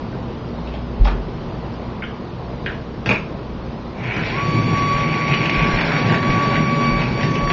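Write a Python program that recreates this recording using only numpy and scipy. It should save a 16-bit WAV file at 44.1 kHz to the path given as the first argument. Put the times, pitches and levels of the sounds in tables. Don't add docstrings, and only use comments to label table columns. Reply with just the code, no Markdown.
import sys
import numpy as np
from scipy import signal
from scipy.fft import rfft, irfft, next_fast_len
from scipy.io import wavfile
from scipy.ndimage import uniform_filter1d, map_coordinates

SR = 44100
rng = np.random.default_rng(int(sys.argv[2]) if len(sys.argv) > 2 else 0)


def wrap_up_sound(samples):
    columns = np.atleast_2d(samples).T
    tamed = np.clip(columns, -1, 1)
    steps = np.round(tamed * 32767).astype(np.int16)
    wavfile.write(sys.argv[1], SR, steps)


def rack_gain(trim_db):
    fader = np.asarray(trim_db, float)
    return 10 ** (fader / 20)


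N = 331829


def unit(x):
    return x / np.sqrt(np.mean(x ** 2) + 1e-20)


def along(points, hz):
    f, v = np.transpose(points)
    return np.interp(np.log(hz + 1), np.log(f + 1), v)


def curves(rows):
    s, *cols = np.transpose(rows)
    return [np.interp(np.arange(N) / SR, s, c) for c in cols]


def fade_in(start, length):
    return np.clip((np.arange(N) / SR - start) / length, 0, 1)


def bump(s, half):
    return np.exp(-((np.arange(N) / SR - s) / half) ** 2)


def wobble(rate):
    return map_coordinates(rng.standard_normal(int(N * rate / SR) + 4), [np.arange(N) * rate / SR])


def filtered(x, response):
    m = next_fast_len(len(x) + SR // 8)
    return irfft(rfft(x, m) * response(np.fft.rfftfreq(m, 1 / SR)), m)[:len(x)]


def modes(table):
    def response(f):
        total = 0
        for k, (center, width, db) in enumerate(table):
            damping = 1j * f * width
            total = total + (-1) ** k * rack_gain(db) * damping / (center * center - f * f + damping)
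        return total
    return response


def patchy(patchy_db):
    z = signal.stft(rng.standard_normal(N), nperseg=512)[2]
    field = uniform_filter1d(rng.standard_normal(z.shape), 6, 0)
    field = uniform_filter1d(field, 10, 1)
    return signal.istft(z * rack_gain(patchy_db * unit(field)), nperseg=512)[1][:N]


def rush(spectrum, patchy_db):
    return unit(filtered(patchy(patchy_db), lambda hz: rack_gain(along(spectrum, hz))))


def drone(table, sharpness=1):
    return unit(filtered(rng.standard_normal(N), lambda f: modes(table)(f) ** sharpness))


def add(track, s, x):
    part = track[round(s * SR):][:len(x)]
    part += x[:len(part)]


# pitch in Hz, time to die by 60 dB in seconds.
RING_TIME = [(200, 0.29), (2000, 0.31), (6000, 0.28)]


def echo(x):
    hz, t, z = signal.stft(rng.standard_normal(SR // 2), SR, nperseg=256)
    decay = rack_gain(-60 * t / along(RING_TIME, hz)[:, None])
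    tail = signal.istft(z * decay, SR, nperseg=256)[1]
    delayed = np.pad(x, (180, 0))
    return signal.fftconvolve(delayed, tail / np.linalg.norm(tail))[:len(x)]


def burst(life, table):
    t = np.arange(SR // 8) / SR
    scrape = rack_gain(-60 * t / life) * rng.standard_normal(len(t)) + 5 * (t == 0)
    ring = unit(filtered(scrape, lambda f: modes(table)(f) ** 3))
    return np.pad(2 * ring, (0, 3 * len(t)))


# pitch in Hz, level in dB per Hz.
ROOM_RUSH = [(12, -33), (20, -7.5), (32, -2), (59, -7.5), (81, -3), (120, 0), (207, 1.5), (240, -10),
             (306, -2.5), (465, -5.5), (761, -11.5), (1020, -11.5), (1630, -23.5), (4810, -31.5),
             (7130, -47.5), (9270, -89.5), (15700, -120)]
# pitch in Hz, width in Hz, level in dB.
HUM = [(59.9, 0.79, -37.5), (123.5, 15, -37.5), (238.1, 7.5, -37.5)]


def kitchen():
    air = rack_gain(-30.2 + .6 * wobble(4)) * rush(ROOM_RUSH, patchy_db=1.1)
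    drones = sum(rack_gain(db) * drone([(hz, width, 0)]) for hz, width, db in HUM)
    passing = fade_in(5.9, 0.78) * (1 - fade_in(7.11, 0.17))
    panel = rack_gain(-28) * passing * drone([(238.3, 27, 0)], sharpness=2)
    return air + drones + panel


# start in seconds, peak in dB, shell pitch in Hz,
# shell width in Hz, dull body push in dB.
KNOCKS = [(0.126, -32.5, 1660, 800, -8.5), (0.673, -32.5, 2500, 2290, -29), (0.739, -32, 2450, 2300, -13.5),
          (.74, -22.5, 683, 301, -19), (1.047, -30, 3530, 2930, -18), (1.052, -23.5, 2300, 2540, -14),
          (1.054, -15.5, 720, 493, -20.5), (1.072, -18, 1180, 890, 3), (2.022, -23.5, 2300, 910, -21),
          (2.038, -27, 3070, 397, -6.5), (2.025, -23, 1500, 900, -23), (2.661, -20.5, 2420, 920, -6),
          (2.66, -36.5, 4220, 2200, -24), (2.662, -17, 1650, 496, -8), (2.684, -31.5, 1520, 600, 3)]
SETDOWN = [
    (3.06, -17, 2260, 2100, 5.5),
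    (3.091, -7, 2345, 600, 0),
    (3.11, -15.5, 2290, 446, 5.5),
    (3.138, -22.5, 2330, 457, -7.5),
]


def knocks():
    out = np.zeros(N)
    # (last column, dB)
    contacts = [(*row, -30) for row in KNOCKS] + [(*row, -17) for row in SETDOWN]
    for s, db, hz, width, low_db, bright_db in contacts:
        shell = burst(.028, [(hz, 1.11 * width, 0)])
        low = rack_gain(low_db) * burst(0.097, [(135, 120, 6.7), (750, 2760, 0.99)])
        bright = rack_gain(bright_db) * burst(0.039, [(4860, 3500, 0.019)])
        dry = rack_gain(db - 26.5) * (shell + low + bright)
        add(out, s, dry + rack_gain(2.5) * echo(dry))
    return out


# start in seconds, peak in dB, floor pitch in Hz (negative: the floor
# first swings the other way, as when the heel lifts), time to die by 60 dB in seconds.
STEPS = [
    (0.997, -8, 68, 0.086),
    (1.0094, 1, -61.5, 0.12),
    (1.02, -7.5, 45, 0.66),
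    (1.023, -3.5, 52, 0.12),
    (4.942, -22, 43, 0.22),
    (5.571, -18, 47.5, 0.56),
    (5.73, -15.5, 35, 0.29),
    (6.289, -18.5, 37, 0.22),
    (6.921, -19, 43, 0.58),
    (7.423, -18, 36.5, 0.44),
]


def steps():
    out, t = np.zeros(N), np.arange(SR // 2) / SR
    for s, db, hz, t60 in STEPS:
        soft_start = 1 - np.exp(-t / 0.0027)
        add(out, s, rack_gain(db - 60 * t / t60) * soft_start * np.sin(2 * np.pi * hz * t))
    return out


# time in seconds, pace in dB, wheel load on the floor in dB.
ROLL = [(3.94, -44.5, -33.5), (4.05, -32.5, -28.5), (4.19, -29.5, -28), (4.7, -33, -22), (4.92, -28.5, -27),
        (5.05, -30.5, -25.5), (5.35, -30, -23.5), (5.9, -24.5, -22.5), (6.14, -24, -18), (6.22, -30.5, -22),
        (6.55, -26.5, -20), (6.65, -30, -24), (6.9, -28, -23), (7.2, -33, -22.5), (7.52, -33.5, -21)]


def pace_and_load():
    return curves(ROLL)


def turned_away():
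    return fade_in(5.6, 0.11)


# pitch in Hz, level in dB per Hz.
RUMBLE = [(76, -28), (130, -4), (157, 3), (189, -7), (241, -6.5), (264, -10), (355, -12), (420, -14.5),
          (550, -35.5), (920, -120)]
# pitch in Hz, level in dB per Hz.
SLAB = [(60, -41.5), (85, -8), (110, 6.5), (128, 3.5), (160, -45)]
# pitch in Hz, level in dB per Hz.
CHASSIS = [(250, -22), (400, -0.5), (700, 0), (1050, -1.5), (1300, -18.5), (1800, -30)]
# pitch in Hz, width in Hz, level in dB.
SHELL = [(1500, 270, 3), (1880, 540, 1.5), (2320, 545, 1), (2940, 1600, -26)]
# pitch in Hz, width in Hz, level in dB.
CAVITY = [(2300, 590, 0)]


def rolling():
    pace_db, load_db = pace_and_load()
    shake = wobble(22)

    chatter = (rng.random(N) < 700 / SR) * rng.standard_normal(N) * rack_gain(2.8 * shake)
    excite = unit(chatter + rack_gain(-1.0) * echo(chatter)) + 0.64 * patchy(2.9)
    shell = unit(filtered(excite, lambda f: modes(SHELL)(f) * modes([(2200, 2400, 0)])(f)))
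    cavity = unit(filtered(excite, lambda f: modes(CAVITY)(f) ** 2))
    facing_db = -5.5 + 7.5 * bump(5.42, 0.27)
    rattle = shell + rack_gain(facing_db) * (1 - 0.75 * turned_away()) * cavity

    after_push = fade_in(4.95, .15)
    slab_db = -23.5 + 0.95 * (load_db + 21) + after_push * (-8.5 + 3 * wobble(18))
    chassis_db = -32.5 + 0.48 * (pace_db + 30.5) + 0.63 * (load_db + 23.5)

    car = rack_gain(load_db + 1.74 * wobble(20)) * rush(RUMBLE, patchy_db=-0.5)
    car += rack_gain(slab_db) * rush(SLAB, patchy_db=1.5)
    car += rack_gain(chassis_db + 1.3 * shake) * rush(CHASSIS, patchy_db=-0.5)
    car += rack_gain(pace_db - 2.06 + 0.59 * wobble(12)) * rattle
    return fade_in(3.94, 0.048) * car


# time in seconds, multiple of the shaft rate,
# swell or dip in dB, half length in seconds.
WAVES = [(4.332, 2, -6, 0.064), (4.662, 2, -5.5, .04), (4.884, 2, 5.5, 0.14), (5.08, 2, -3.5, 0.056),
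         (5.46, 2, -3.5, 0.095), (5.664, 2, 1.5, 0.042), (5.853, 2, -18, 0.083), (6.045, 2, -4.5, 0.042),
         (6.222, 2, -3, .03), (6.4, 2, 5, 0.12), (6.837, 2, 3.5, 0.12), (7.111, 2, -14.5, 0.078),
         (7.28, 2, -3.5, 0.072), (7.513, 2, 3.5, 0.065), (4.565, 4, 5.5, .06), (5.088, 4, 5, 0.05),
         (5.418, 4, 3.5, 0.23), (5.847, 4, -15, 0.054), (5.96, 4, 12, 0.044), (6.31, 4, 9.5, .05),
         (6.655, 4, 8, 0.2), (6.95, 4, 8, 0.12), (4.33, 8, -19, 0.07), (4.565, 8, 2, 0.2),
         (4.911, 8, 8.5, 0.037), (5.353, 8, 3, 0.1), (5.98, 8, 0.5, 0.043), (6.458, 8, 4, 0.05),
         (6.87, 8, 7, 0.084), (7.033, 8, 5.5, 0.027)]


def standing_waves(multiple):
    return sum(db * bump(s, half) for s, k, db, half in WAVES if round(k) == multiple)


# time in seconds, turns a second (Hz).
SPEED = [(4.29, 490), (4.33, 515), (4.36, 551), (4.4, 565), (4.6, 567.2), (5.0, 566.3), (6.2, 566.6),
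         (6.55, 569), (7.05, 569), (7.25, 567.5), (7.52, 567)]
# multiple of the shaft rate, level in dB, flicker in dB.
OVERTONES = [(2, -26.5, 0), (4, -39, 3), (8, -46, 2)]
# multiple of the shaft rate, level in dB.
WEAK_ORDERS = [(1, -38), (6, -48.5), (9, -64.5), (10, -51), (11, -58), (12, -58)]
# pitch in Hz, level in dB per Hz.
AIRFLOW = [(2500, -8), (3300, -7), (4400, -6.5), (5000, -10.5), (5600, -9), (6200, -30.5), (7000, -21.5),
           (7400, -56)]


def propeller():
    turns = np.cumsum(curves(SPEED)[0] * (1 + .0011 * wobble(25))) / SR
    pace_db, _ = pace_and_load()

    levels = []
    for k, db, flicker_db in OVERTONES:
        k = round(k)
        levels.append((k, db + standing_waves(k) + flicker_db * wobble(16)))
    blade_db = levels[0][1]
    for k, db in WEAK_ORDERS:
        level = db + .4 * (blade_db + 27) + 3 * wobble(14) + 12 * (fade_in(4.3, .15) - 1)
        if k == 1:
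            level = level - 6 * (1 - turned_away())
        levels.append((k, level))

    whine = np.zeros(N)
    for k, db in levels:
        jitter = .25 * wobble(40)
        if k == 4:
            jitter = jitter + .8 * wobble(110)
        whine += rack_gain(db + 0.95 * wobble(25)) * np.sin(2 * np.pi * k * turns + jitter)
    whine *= np.sqrt(2) * fade_in(4.31, 0.032)

    air_db = -39 + 0.97 * (pace_db + 31) + 4.5 * bump(4.3, 0.051)
    air = rack_gain(air_db + 1.4 * wobble(22)) * rush(AIRFLOW, patchy_db=1.0)
    return whine + fade_in(4.0, 0.28) * air


# start in seconds, peak in dB, shell pitch in Hz.
JOINTS = [(4.0372, -22, 2280), (4.0991, -31, 2180), (4.1415, -18, 1970), (4.165, -16, 1350),
          (4.2994, -19, 2170), (4.4518, -22.5, 2330), (4.7731, -17, 2070), (5.1417, -15.5, 2250),
          (5.28, -13.5, 2320), (5.3378, -10.5, 2320), (5.4565, -11, 2420), (5.4954, -10.5, 2220),
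          (5.8122, -11.5, 1774), (5.9194, -11, 1540), (5.964, -13.5, 1780), (6.1429, -10.5, 1770),
          (6.2287, -13, 1780), (6.3026, -14, 2140), (6.5554, -13, 2150), (7.016, -14, 2130),
          (7.1766, -22, 2130), (7.2095, -15.5, 2170), (7.2315, -12.5, 2130), (7.3547, -17, 2280),
          (7.4729, -16, 1720), (7.5009, -10.5, 2050)]


def joints():
    out = np.zeros(N)
    for s, db, hz in JOINTS:
        shell = burst(0.035, [(hz, 1400, 0)])
        bright = rack_gain(-13.5) * burst(0.028, [(4430, 3600, 0)])
        low = rack_gain(-5.5) * burst(0.041, [(600, 1300, 0)])
        dry = rack_gain(db - 29.5) * (shell + bright + low)
        add(out, s, dry + echo(dry))
    return out


def scene():
    return (kitchen() + knocks() + steps() + rolling() + propeller() + joints())[None]


# pitch in Hz, level in dB against its neighbourhood.
WEAKEST_KEPT = [(2500, -28.5), (3300, -12), (4700, 0), (5700, -1.5), (6900, 1.5)]


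def lose_faint_detail(x):
    hz, _, z = signal.stft(x, SR, nperseg=1536)
    power = uniform_filter1d(np.abs(z) ** 2, size=2, axis=0)
    around = uniform_filter1d(power, size=45, axis=0)
    limit_db = 4 * unit(uniform_filter1d(rng.standard_normal(z.shape), size=7, axis=0))
    limit_db += 0.13 * (10 * np.log10(power[hz > 1200].sum(axis=0) + 1e-12) + 36)
    kept = power > around * rack_gain(2 * (along(WEAKEST_KEPT, hz)[:, None] + limit_db))
    return signal.istft(z * kept, SR, nperseg=1536)[1][:N]


# pitch in Hz, gain in dB.
MIC = [(20, 0.5), (5500, 1), (6500, -2.5), (7300, -6), (7500, -70)]


def microphone(x):
    return filtered(x, lambda hz: rack_gain(along(MIC, hz)))


def top_cut(x):
    return signal.sosfilt(signal.butter(12, 7280, fs=SR, output="sos"), x)


def record(dry):
    x = lose_faint_detail(microphone(dry[0]))
    x = x / (1 + np.abs(x / .95) ** 8) ** (1 / 8)
    return top_cut(x[None])


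dry = scene()
out = record(dry)
wrap_up_sound(out)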